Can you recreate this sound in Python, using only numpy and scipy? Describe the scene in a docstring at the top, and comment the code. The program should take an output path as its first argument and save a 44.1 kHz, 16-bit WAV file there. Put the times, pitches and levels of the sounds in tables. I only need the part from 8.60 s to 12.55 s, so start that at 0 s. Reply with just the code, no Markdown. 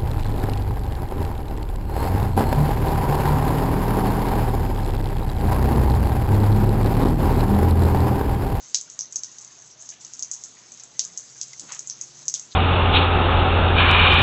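"""Outdoors, beside a taut plastic tarp over concrete, light rain is falling.
Big close drops snap on the tarp: a click, quick reflections and a short wet tail of crackling noise.
Small drops patter and bubble around them over the hiss of rain, made from shaped, flickering noise.
A few duller splashes and one soft scuff are soft-edged bursts of noise.
Gliding tones make a far engine that changes gear and a thin whine; a steady tone is the faint mains hum."""
import sys
import numpy as np
from scipy import signal
from scipy.fft import rfft, irfft
from scipy.io import wavfile
from scipy.ndimage import uniform_filter1d

SR = 44100
rng = np.random.default_rng(int(sys.argv[2]) if len(sys.argv) > 2 else 0)


def to_wav(sig):
    """Store sig (one row per channel, or 1-D mono) as 16-bit WAV at the path in sys.argv[1].

    Samples outside -1..1 are clipped; the rate is SR.
    """
    pcm = np.clip(np.atleast_2d(sig), -1, 1) * 32767
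    pcm = np.round(pcm).astype(np.int16)
    wavfile.write(sys.argv[1], SR, pcm.T)  # frames by channels


N = 174195  # length of the scene in samples
RING_SAMPLES = 8192  # room for one drop or bubble to die away
TOP_HZ = 7980  # the sound is cut steeply above this

# Rain on concrete and the far surroundings. Each row: frequency in Hz, relative level in dB.
WASH_COLOUR = [(25, -42), (45, -29), (65, -14.5), (90, -24), (130, -7.5), (180, -10.5), (300, -10.5),
               (550, -14), (950, -13.5), (1500, -15.5), (2600, -17.5), (4000, -13.5), (5100, -12.5),
               (5800, -10), (6400, -1.5), (7000, -10), (7900, -14.5)]
WASH_DB = -49
WASH_SWELL_DB, WASH_SWELLS_PER_S = 0.32, 1.3
WASH_FLICKER_DB, WASH_FLICKERS_PER_S = 1.2, 25.205

# Treble of the steady rain over time. Each row: time in seconds, gain in dB.
TREBLE_GAIN = [(0, 2.5), (.48, -4), (.75, 0), (1.12, -3.5), (1.16, -11), (1.21, 1.5), (1.33, -2.5),
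               (1.385, -8.5), (1.43, 0), (1.9, -0.5), (2.28, -3.5), (2.34, -2), (2.42, -2), (2.699, 2.5),
               (3.3, 0), (3.62, 1), (3.87, -2), (3.95, 0.5)]
TREBLE_FROM_HZ = 4260
FLICKER_WIDTH_HZ, FLICKER_PER_S, FLICKER_DB = 530, 28, 2.2

# Colour of a drop on the tarp. Each row: frequency in Hz, relative level in dB.
TARP_COLOUR = [(100, -57), (800, -53), (1500, -42.5), (2500, -33), (3300, -24.5), (4100, -20.5),
               (4900, -12.5), (5500, -8.5), (6100, -2.5), (6450, 1), (6900, -3), (7400, -9.5), (7900, -13)]
BODY_HZ, PEAK_HZ, BRIGHT_HZ = 4450, 6190, 7300  # body acts below the peak, brightness above it
SNAP_S = 0.0031  # the snap's energy equals this many seconds at full level

# Reflections off nearby surfaces. Each row: typical delay in seconds, level in dB against the click.
REFLECTIONS = [(.00125, -4), (.0026, -12)]
DELAY_SPREAD = 0.13  # each drop stretches the delays by chance, about 13 percent

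# The wet tail after each snap
TAIL_DB, TAIL_RISE_S, TAIL_T60_S, TAIL_GRAIN_DB = 5, 0.0062, 0.17, 6.5  # T60: time to fall 60 dB
FLAP_DB, FLAP_S = 3, 0.0012  # the tail comes in uneven little flaps
SURFACE_SHARE = 0.35  # part of each tail's power that is the same scatter off the surroundings

# Faint rings of the plastic nearby. Each row: frequency in Hz, relative level in dB.
PLASTIC_RINGS = [(4930, -16.5), (6090, -1.5), (6330, 2.5), (6570, -9)]
RING_DB, RING_T60_S = -14.5, 0.13  # level before the rings die away

PATTER_PER_S, PATTER_SPREAD_DB, PATTER_DB, PATTER_TAIL_DB = 160, 4.2, -51, -9.5

# Faint bubbles in the puddles
BUBBLES_PER_S, BUBBLE_LOW_HZ, BUBBLE_HIGH_HZ = 50, 550.7, 2994
BUBBLE_RISE_PER_S = 1.2  # pitch gained per second, as a share of the starting pitch
BUBBLE_DB, BUBBLE_RANGE_DB, BUBBLE_ATTACK_S, BUBBLE_T60_S = -68, 8, 0.006, 0.079

HUM_HZ, HUM_DB = 119.6, -70

# Close drops on the tarp. 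Each row: start in seconds, snap level in dB before DROP_TRIM_DB is added,
# tail gain in dB against the snap, body in dB, brightness in dB.
CLOSE_DROPS = [(0.1461, -12.5, -11, 6, -5.5), (0.1624, -21, -16, 2, 4), (0.2123, -25, -14.5, -3, 5.5),
               (0.277, -49, -18, -5, 2.5), (0.3, -32, -11.5, 0, 4), (0.3913, -22.5, -10, -4.5, -8.5),
               (0.4086, -24, -10.5, -11.5, -24), (0.525, -30, -10, -4, 2), (0.5589, -19, -11.5, -9.5, -6),
               (0.6351, -25.5, -10.5, 0, -7.5), (0.716, -41.5, -6, -12, -4),
               (0.7848, -33.5, -9.5, -2, -2.5), (0.812, -39.5, -3, 2, 4), (0.8478, -34, -13.5, -6, 2.5),
               (0.877, -41, -16, -13, -11), (0.99, -43, -15, -10, -5), (1.021, -42, -15, -10, 4),
               (1.214, -39, -18, -10, 4), (1.2239, -33, -13, -6, 9), (1.2909, -30.5, -8.5, 0.5, -1.5),
               (1.3034, -32.5, -18, -13, -3.5), (1.4489, -31.5, -14, -7, -7), (1.4666, -37, -24, -4, 4),
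               (1.5359, -32, -11.5, -5, -2), (1.594, -27, -12.5, -2, -0.5),
               (1.6253, -22, -11.5, -5.5, -7.5), (1.7145, -21, -10, -8.5, 0.5), (1.7336, -30, -6, -2, -1),
               (1.838, -28, -10, -5, 1.5), (2.12, -34.5, -9, -13.5, 0), (2.175, -40, -11, -6, -1),
               (2.198, -38, -7.5, 3.5, -3), (2.2361, -31.5, -13, 0.8, 9.5), (2.394, -13.5, -12.5, 4, -5),
               (2.4394, -35, -8, 11, 8), (2.451, -24, -14.5, -10, 3.5), (2.521, -46.5, -5, -4, -4),
               (2.5756, -23, -11.5, -9.5, -1), (2.7793, -40, -8, -4, -7), (2.814, -20.5, -12.5, 3, -0.5),
               (2.883, -35, -15, -11, 9), (2.933, -35, -20, 8, -2), (2.9966, -25.5, -10.5, 6, 7),
               (3.1212, -26, -8.5, -1, 2.5), (3.148, -30, -10.5, -13, 3.5), (3.1931, -24, -14, -5, 0.5),
               (3.2736, -24, -12.5, -11, 10), (3.299, -24, -10.5, -5.5, -19),
               (3.4131, -23, -11.5, -12.5, -5), (3.592, -39.5, -16, -6.5, -3.5), (3.62, -42.5, -10, -5, -1),
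               (3.655, -39, -6.5, -6, -1), (3.682, -15.5, -12, -5.5, -4.5),
               (3.7408, -16.5, -11.5, -0.5, -1.5), (3.7965, -27.5, -11.5, -0.5, 4)]
DROP_TRIM_DB = 0.5

# Duller splashes further off. Each row: time of the peak in seconds, level in dB before the fades,
# centre in Hz, width in octaves, rise in seconds, time to fall 60 dB in seconds.
SPLASHES = [(.28, -57, 1400, 0.15, .006, 0.053), (.752, -56, 1910, 0.3, 0.0045, 0.065),
            (1.062, -47.5, 6700, .15, 0.0081, .12), (1.118, -47, 5820, .1, .012, 0.15),
            (1.195, -51, 6100, 0.055, 0.017, .12), (1.34, -53.5, 2640, 0.53, 0.022, 0.23),
            (1.42, -44.5, 5800, 0.43, 0.013, .14), (1.975, -54.5, 2080, 0.29, 0.006, .1),
            (2.935, -47, 2130, 0.11, 0.0045, .04), (3.63, -59, 750, 0.96, 0.027, 0.19),
            (3.755, -45.5, 3550, 0.17, 0.011, 0.098), (3.925, -47.5, 4200, 0.34, 0.015, 0.14)]
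# A soft scuff, a low bump and then a swish. Each row: time of the peak in seconds, level in dB before
# the fades, centre in Hz, width in octaves, rise in seconds, time to fall 60 dB in seconds.
SCUFF = [(3.04, -51, 240, 1.4, 0.026, 0.42), (3.114, -46, 1095, 0.69, 0.024, 0.28),
         (3.118, -43, 2290, 1.1, 0.031, 0.3)]
BURST_LOW_HZ = 95  # splashes and scuff carry no deep bass

# Far engine. Each row: time in seconds, firing frequency in Hz, level in dB before the waver.
ENGINE = [(2.3, 164, -90), (2.42, 169, -70), (2.51, 176, -62), (2.58, 180, -71), (2.65, 160, -85),
          (2.73, 133, -68), (2.86, 136, -64), (3.02, 142, -68), (3.27, 144, -63), (3.42, 137, -71),
          (3.55, 142, -67), (3.66, 147, -61), (3.73, 156, -68), (3.8, 153, -65), (3.95, 146, -78)]
# A thin far whine. Each row: time in seconds, frequency in Hz, level in dB before the waver.
WHINE = [(3.25, 362, -90), (3.36, 358, -68), (3.45, 353, -66), (3.63, 361, -69), (3.75, 368, -90)]

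LEAK_DB = -45.5  # shift of the faint sound that passes the steep cut


def undb(db):
    """Turn decibels into gain."""
    return 10 ** (np.asarray(db) / 20)


def level(x, db):
    """Scale a sound to an average (rms) level in dB."""
    return x * undb(db) / np.sqrt(np.mean(x ** 2))


def bins(size):
    """List the frequencies in the spectrum of a sound this long, never below 1 Hz."""
    return np.maximum(np.fft.rfftfreq(size, 1 / SR), 1)


def curve(points, hz):
    """Read (Hz, dB) points at any frequency, with octaves evenly spaced."""
    point_hz, db = np.array(points).T
    return np.interp(np.log(hz), np.log(point_hz), db)


def causal(db):
    """Build a minimum-phase response with this gain, so that a hit starts sharply."""
    cepstrum = irfft(np.log(undb(db)))
    half = len(cepstrum) // 2
    cepstrum[1:half] *= 2
    cepstrum[half + 1:] = 0
    return np.exp(rfft(cepstrum))


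def noise(db):
    """Make noise with this gain at each frequency."""
    return irfft(rfft(rng.standard_normal(N)) * undb(db), N)


def walk(rate):
    """Wander smoothly by chance, with about this many random steps per second and a spread of 1."""
    step = int(SR / rate)
    stairs = np.repeat(rng.standard_normal(N // step + 2), step)
    smooth = uniform_filter1d(uniform_filter1d(stairs, step), step)[:N]
    return smooth / smooth.std()


def fade(t, t60):
    """Die away by 60 dB in t60 seconds."""
    return np.exp(-np.log(1000) * t / t60)


def add(out, start_s, x):
    """Mix a sound into out from this time."""
    i = int(np.clip(start_s * SR, 0, N - 1))
    out[i:i + len(x)] += x[:N - i]


def wash():
    """Distant rain: noise in octave bands that swell together and flicker alone."""
    hz, swell, out = bins(N), walk(WASH_SWELLS_PER_S), np.zeros(N)
    spectrum = rfft(noise(curve(WASH_COLOUR, hz)))
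    for octave in np.arange(4, 15):  # band centres are powers of two, from 16 Hz up
        overlap = np.maximum(1 - abs(np.log2(hz) - octave), 0)
        band = irfft(spectrum * overlap, N)
        flicker_db = WASH_FLICKER_DB * walk(WASH_FLICKERS_PER_S)
        out += band * undb(WASH_SWELL_DB * swell + flicker_db)
    return level(out, WASH_DB)


def surroundings():
    """The scatter all drops share: dense random echoes, and a few plastic rings that die away."""
    t = np.arange(RING_SAMPLES) / SR
    echoes = rng.standard_normal(RING_SAMPLES)
    rings = sum(undb(db) * np.sin(2 * np.pi * (hz * t + rng.random())) for hz, db in PLASTIC_RINGS)
    return echoes, level(rings, RING_DB) * fade(t, RING_T60_S)


def drop(place, tail_db, body_db, bright_db, pitch=1):
    """A click and its reflections ring the tarp, then crackling spray and scattered echoes die away."""
    hz, t = bins(RING_SAMPLES), np.arange(RING_SAMPLES) / SR
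    echoes, rings = place
    tilt_db = curve([(BODY_HZ, body_db), (PEAK_HZ, 0), (BRIGHT_HZ, bright_db)], hz)
    colour = causal(curve(TARP_COLOUR, hz / pitch) + tilt_db)

    paths = 1  # the direct click
    for delay_s, db in REFLECTIONS:
        delay_s = delay_s * np.exp(DELAY_SPREAD * rng.standard_normal())
        paths = paths + undb(db) * np.exp(-2j * np.pi * hz * delay_s)
    snap = irfft(colour * paths)
    snap /= np.sqrt(np.sum(snap ** 2) / (SNAP_S * SR))

    grain_gain = undb(TAIL_GRAIN_DB * rng.standard_normal(RING_SAMPLES))
    spray = level(rng.standard_normal(RING_SAMPLES) * grain_gain, 0)
    flap_gains = undb(FLAP_DB * np.clip(rng.standard_normal(RING_SAMPLES), -2, 2))
    flaps = flap_gains[(t / FLAP_S).astype(int)]
    mixed = np.sqrt(SURFACE_SHARE) * echoes + np.sqrt(1 - SURFACE_SHARE) * spray
    scatter = level(irfft(rfft(flaps * mixed) * colour), TAIL_DB)
    tail = scatter * fade(t, TAIL_T60_S) + rings
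    rise = np.minimum(t / TAIL_RISE_S, 1) ** 0.5
    return snap + undb(tail_db) * rise * tail


def patter(place, colour_spread_db=3, pitch_spread=0.055):
    """Many small drops at random moments, each on a patch of tarp with its own pitch."""
    out = np.zeros(N)
    for _ in range(int(PATTER_PER_S * N / SR)):
        when, size = rng.random(2)
        body, bright, pitch = rng.standard_normal(3)
        tap = drop(place, PATTER_TAIL_DB, colour_spread_db * body, colour_spread_db * bright,
                   np.exp(pitch_spread * pitch))
        tap_db = PATTER_SPREAD_DB * min(-np.log(size), 2)  # most taps are weak, few are strong
        add(out, when * N / SR, undb(tap_db) * tap)
    return level(out, PATTER_DB)


def steady_rain(place):
    """Wash and patter: narrow treble bands flicker on their own and share a few brief lulls."""
    rain, hz = wash() + patter(place), bins(N)
    treble = rfft(rain) / (1 + (TREBLE_FROM_HZ / hz) ** 10)
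    flickering = np.zeros(N)
    for centre in np.arange(0, TOP_HZ + 2 * FLICKER_WIDTH_HZ, FLICKER_WIDTH_HZ):
        overlap = np.maximum(1 - abs(hz - centre) / FLICKER_WIDTH_HZ, 0)
        band = irfft(treble * overlap, N)
        flickering += band * undb(FLICKER_DB * walk(FLICKER_PER_S))
    shared_db = np.interp(np.arange(N) / SR, *np.array(TREBLE_GAIN).T)
    # swap the plain treble for the flickering one
    return rain - irfft(treble, N) + flickering * undb(shared_db)


def bubbles():
    """Tiny bubbles ring briefly in the puddles, rising in pitch."""
    out, t = np.zeros(N), np.arange(RING_SAMPLES) / SR
    attack = np.minimum(t / BUBBLE_ATTACK_S, 1)
    for when, pitch, size in rng.random((int(BUBBLES_PER_S * N / SR), 3)):
        hz = BUBBLE_LOW_HZ * (BUBBLE_HIGH_HZ / BUBBLE_LOW_HZ) ** pitch
        tone = np.sin(2 * np.pi * hz * t * (1 + BUBBLE_RISE_PER_S * t / 2))
        ring = tone * attack * fade(t, BUBBLE_T60_S)
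        add(out, when * N / SR, undb(BUBBLE_RANGE_DB * size) * ring)
    return level(out, BUBBLE_DB)


def mains_hum():
    """One faint steady tone of the mains."""
    return level(np.sin(2 * np.pi * HUM_HZ * np.arange(N) / SR), HUM_DB)


def close_drops(place):
    """The big drops striking the tarp, each with its own weight and colour."""
    out = np.zeros(N)
    for start_s, db, tail_db, body_db, bright_db in CLOSE_DROPS:
        add(out, start_s, undb(db + DROP_TRIM_DB) * drop(place, tail_db, body_db, bright_db))
    return out


def soft_bursts(rows, grain_db=3, ragged_db=3):
    """Splashes or a scuff: fine grains of noise in one broad resonance each, with soft edges."""
    t, hz, out = np.arange(N) / SR, bins(N), np.zeros(N)
    for peak_s, db, centre, width, rise_s, t60 in rows:
        grains = rng.standard_normal(N) * undb(grain_db * rng.standard_normal(N))
        resonance = 1 / (1 + (np.log2(hz / centre) / width) ** 2)
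        low_cut = 1 / (1 + (BURST_LOW_HZ / hz) ** 6)
        body = irfft(rfft(grains) * resonance * low_cut, N)
        swell = np.exp(-(np.minimum(t - peak_s, 0) / rise_s) ** 2)
        out += level(body, db) * swell * fade(np.maximum(t - peak_s, 0), t60)
    return out * undb(ragged_db * walk(250))


def drone(rows, waver_db=0.2):
    """The far engine or whine: one tone that glides in pitch and wavers in level."""
    t, (point_s, point_hz, point_db) = np.arange(N) / SR, np.array(rows).T
    turns = np.cumsum(np.interp(t, point_s, point_hz)) / SR
    db = np.interp(t, point_s, point_db) + waver_db * walk(14)
    return np.sqrt(2) * np.sin(2 * np.pi * turns) * undb(db)  # root two makes the level rms


def scene():
    """Drops in front, steady rain and far machines behind."""
    place = surroundings()
    rain = steady_rain(place) + bubbles()
    hits = close_drops(place) + soft_bursts(SPLASHES) + soft_bursts(SCUFF, grain_db=3.5)
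    machines = mains_hum() + drone(ENGINE) + drone(WHINE)
    return (rain + hits + machines)[None]


def record(dry):
    """Cut the top steeply, with a faint copy of the whole sound passing through up to 15.5 kHz, weaker above 8
    kHz."""
    steep = signal.firwin(801, TOP_HZ, fs=SR)
    leak_hz, leak_gain = [0, 8000, 10000, 15000, 15500, SR / 2], [2.5, 2.5, 0.8, 0.25, 0, 0]
    leak = signal.firwin2(801, leak_hz, leak_gain, fs=SR)
    return signal.fftconvolve(dry, (steep + undb(LEAK_DB) * leak)[None], mode="same")


dry = scene()
out = record(dry)
to_wav(out)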